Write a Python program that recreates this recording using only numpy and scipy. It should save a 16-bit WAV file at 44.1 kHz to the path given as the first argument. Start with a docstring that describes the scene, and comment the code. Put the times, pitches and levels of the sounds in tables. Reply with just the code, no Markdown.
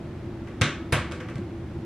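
"""Rubber ball in a living room

A small rubber ball smacks a hard surface, drops to the wooden floor and patters away.
Each blow is a low thump under a bright slap, with the ping of the air inside the ball;
the room rings after it. A few dull knocks and a low ventilation hum sit underneath."""
import sys
import numpy as np
from scipy import signal
from scipy.fft import rfft, irfft, next_fast_len
from scipy.io import wavfile
from scipy.ndimage import map_coordinates

SR = 44100
rng = np.random.default_rng(int(sys.argv[2]) if len(sys.argv) > 2 else 0)


def int16_out(signal):
    """Quantize to a 16-bit WAV file."""
    q = np.round(np.clip(np.atleast_2d(signal).T, -1, 1) * 32767)
    wavfile.write(sys.argv[1], SR, q.astype(np.int16))


N = 81585

# hard blows: start_s, slap_db, snap_db, crack_db, ping_db, thump_db, thump_hz, boom_db, boom_hz, surface
BLOWS = [(0.6116, -18, -20.5, -8, -35.5, -5.5, 111.3, -15, 149, "board"),
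         (0.9225, -17, -26.5, -15.5, -35, -12.5, 118, -13.5, 131.6, "floor")]
# light contacts of the ball: start_s, slap_db, tick_db
TAPS = [(0.473, -43.5, -57), (0.482, -45, -62), (1.113, -38, -42), (1.1202, -35, -34.5),
        (1.2012, -37, -62.5), (1.2041, -36.5, -60), (1.2848, -36.5, -58), (1.2984, -50, -45.5),
        (1.356, -41.5, -44.5), (1.381, -52, -49)]
# dull knocks on the floor: start_s, level_db, pitch_hz
KNOCKS = [(1.016, -29, 213), (1.353, -17, 130), (1.385, -18.5, 192.5), (1.584, -26, 127)]
# modes of the ball: pitch_hz, level_db, t60_s
BALL_MODES = [(503.4, 1, 0.33), (577, -3, 0.39), (756, -17.5, 0.49), (1136, -1.5, 0.52), (1280, -3, 0.67),
              (1440, -3, 0.39), (1570, 5.5, 0.38), (1688, -1, 0.24), (1760, -8, 0.71), (2000, 0, 0.24),
              (2211, 0, 0.56), (2317, -7, 0.25), (2520, 2, 0.2), (3900, -5, 0.17)]
# colour of the slap, by surface: freq_hz, level_db
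SLAP_EQ = {"board": [(60, -19), (150, -4.5), (250, 8.5), (400, -2), (600, -6.5), (820, -11), (1150, -3.5),
           (1600, 1), (2600, -4), (3600, -5), (4700, -19), (5900, -13.5), (8000, -26), (9500, -32),
           (10500, -44), (13000, -58)], "floor": [(50, -8), (75, 15), (160, 5), (250, 8), (400, -1),
           (600, 4), (820, -4), (1100, 2), (1600, 1.5), (2600, -1), (3600, -7.5), (4700, -15),
           (6200, -19.5), (8000, -18), (10500, -18), (11600, -18.5), (13000, -60)]}
# thin snap of rubber on a hard surface: freq_hz, level_db
SNAP_EQ = [(500, -30), (2000, 6), (4000, 8.5), (6200, -1.5), (8000, 0.5), (10000, -7), (11700, -28),
           (12600, -20), (14000, -26)]
# crack as the flattened ball springs back: freq_hz, level_db
CRACK_EQ = [(400, 3), (1000, -17), (1800, -5), (2700, 3), (3600, -1), (4800, -19), (6200, -11), (8500, -26),
            (12000, -34)]
# colour of a light tap: freq_hz, level_db
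TAP_EQ = [(200, 1), (500, 3), (850, -5), (1250, 4), (1550, 3), (2200, 2), (3000, -5), (4200, -19),
          (6000, -17.5), (12000, -40)]
# stereo width of a hit, mono in the bass, out of phase at the top: freq_hz, side_over_mid_db
HIT_WIDTH = [(110, -54), (200, -58), (360, -27), (650, -22.5), (1200, -16), (2200, -15.5), (3800, -8.5),
             (5000, -2.5), (7000, 1.5), (12000, 13.5)]
# the room's decay: freq_hz, t60_s
ROOM_DECAY = [(100, 0.77), (300, 0.3), (700, 0.51), (1800, 0.43), (4500, 0.4), (8000, 0.32), (12000, 0.093)]
# ventilation rumble: freq_hz, level_db
RUMBLE_EQ = [(25, -22), (52, -10.5), (75, -4.5), (115, -0.5), (160, -7.5), (230, -6.5), (290, -10.5),
             (350, -5.5), (420, -18), (600, -20.5), (1000, -27), (2000, -32.5), (4000, -43.5),
             (8000, -54.5), (12000, -62), (14000, -64)]
# stereo width of the rumble: freq_hz, side_over_mid_db
RUMBLE_WIDTH = [(60, -39), (110, -43.5), (200, -22.5), (360, -15.5), (650, -13), (1200, -9), (2100, -8.5),
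                (3800, -3), (7000, -1.5), (12600, 6.5)]
# swells and dips of the fan tone: time_s, level_db
FAN_LEVEL = [(0, -43), (.15, -51), (.26, -42), (.42, -39), (.55, -50), (.8, -41.5), (1.1, -43), (1.3, -46),
             (1.5, -39), (1.68, -47.5), (1.83, -40.5)]


def blows():
    """Hard blows slap, snap and crack, ring the ball, thump and set off a low boom in the room."""
    out = np.zeros((2, N))
    spring_back_s = 0.00495
    for (start, slap_db, snap_db, crack_db, ping_db,
         thump_db, thump_hz, boom_db, boom_hz, surface) in BLOWS:
        slap = burst(start, SLAP_EQ[surface], rise_s=0.0014, t60_s=0.04, room_db=-3)
        snap = burst(start, SNAP_EQ, rise_s=0.002, t60_s=0.03, room_db=-14)
        crack = burst(start + spring_back_s, CRACK_EQ, rise_s=0.001, t60_s=0.015, room_db=-26)
        out += amp(slap_db) * slap + amp(snap_db) * snap + amp(crack_db) * crack
        out += amp(ping_db) * ping(start)
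        out += amp(thump_db) * thump(start, thump_hz)
        out += amp(boom_db) * ring(start, boom_hz, rise_s=0.029, t60_s=0.24)
    return out


def patter():
    """Light taps, each with a thin tick on top and a faint ping that favours the low modes."""
    out = np.zeros((2, N))
    for start, slap_db, tick_db in TAPS:
        slap = burst(start, TAP_EQ, rise_s=0.00041, t60_s=0.051, room_db=-8)
        soft_ping = amp(-15) * ping(start, tilt_db_per_octave=-6)
        tick = burst(start, SNAP_EQ, rise_s=0.00035, t60_s=0.013, room_db=-15.5)
        out += amp(slap_db) * (slap + soft_ping) + amp(tick_db) * tick
    return out


def burst(start, eq, rise_s, t60_s, room_db):
    """A contact's short burst of noise and the room's answer, whose treble dies first."""
    t = since(start)
    hz, frame_s, bands = signal.stft(noise(eq, HIT_WIDTH), SR, nperseg=256)
    decay = fade(np.maximum(frame_s - start, 0), along(ROOM_DECAY, hz)[:, None])
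    tail = signal.istft(bands * decay, SR, nperseg=256)[1][:, :N]
    build_up = 1 - np.exp(-t / 0.0044)
    direct = noise(eq, HIT_WIDTH) * strike(t, rise_s, t60_s)
    return direct + amp(room_db) * tail * build_up


def ping(start, tilt_db_per_octave=0):
    """The air inside the ball rings, its modes balanced a little differently at every contact."""
    out = np.zeros(N)
    for hz, level_db, t60_s in BALL_MODES:
        tilt_db = tilt_db_per_octave * np.log2(hz / 1000)
        scatter_db = rng.normal(0, 1.5)
        out += amp(level_db + tilt_db + scatter_db) * ring(start, hz, rise_s=0.003, t60_s=t60_s)
    return out


def ring(start, hz, rise_s, t60_s):
    """One struck mode: a fading sine at a random phase."""
    t = since(start)
    return np.sin(2 * np.pi * (hz * t + rng.random())) * strike(t, rise_s, t60_s)


def thump(start, hz):
    """The struck surface gives for two or three slow cycles."""
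    t = since(start)
    return -2 * np.sin(2 * np.pi * hz * t) * strike(t, rise_s=0.0078, t60_s=0.053)


def knocks():
    """Dull knocks on the floor: all thump, no slap."""
    return sum(amp(level_db) * thump(start, hz) for start, level_db, hz in KNOCKS)


def ventilation():
    """A low rumble with a fan tone that wavers, swells and sinks."""
    fan_hz, roughness, waver_hz = 336.6, 0.67, 36
    t = since(0)
    phase = 2 * np.pi * fan_hz * t + wobble(waver_hz / 2)
    level_flutter = 1 + roughness * wobble(waver_hz)
    phase_flutter = roughness * wobble(waver_hz)
    tone = unit(level_flutter * np.sin(phase) + phase_flutter * np.cos(phase))
    swell = amp(np.interp(t, *np.transpose(FAN_LEVEL)))
    return amp(-36) * noise(RUMBLE_EQ, RUMBLE_WIDTH) + swell * tone


def noise(eq, width):
    """Coloured stereo noise whose mid channel has rms 1."""
    def mid_side_gains(hz):
        mid_db = along(eq, hz)
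        return amp([mid_db, mid_db + along(width, hz)])
    mid, side = filtered(rng.standard_normal((2, N)), mid_side_gains)
    return np.array([mid + side, mid - side]) / np.std(mid)


def filtered(x, response):
    """Equalise x with a gain given as a function of frequency."""
    size = next_fast_len(N + SR // 2)
    return irfft(rfft(x, size) * response(np.fft.rfftfreq(size, 1 / SR)), size)[..., :N]


def along(points, hz):
    """Read a curve of (freq_hz, value) points on a log frequency axis."""
    freqs, values = np.transpose(points)
    return np.interp(np.log(hz + 1), np.log(freqs + 1), values)


def wobble(rate_hz):
    """A smooth random curve through rate_hz points a second."""
    return map_coordinates(rng.standard_normal(400), [np.arange(N) * rate_hz / SR], mode="wrap")


def strike(t, rise_s, t60_s):
    """A rounded attack and an exponential decay."""
    return (1 - np.exp(-(t / rise_s) ** 2)) * fade(t, t60_s)


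def fade(t, t60_s):
    """Exponential decay of 60 dB in t60_s."""
    return np.exp(-np.log(1000) * t / t60_s)


def since(start):
    """Seconds since start, zero before it."""
    return np.maximum(np.arange(N) / SR - start, 0)


def amp(db):
    """Decibels to gain."""
    return 10 ** (np.asarray(db) / 20)


def unit(x):
    """Scale to rms 1."""
    return x / np.sqrt(np.mean(x ** 2) + 1e-20)


def scene():
    """The ball up front, over a bed of ventilation hum."""
    return blows() + patter() + knocks() + ventilation()


def record(dry):
    """A brick-wall high cut takes the very top off the mix."""
    return filtered(dry, lambda hz: hz < 13400)


dry = scene()
out = record(dry)
int16_out(out)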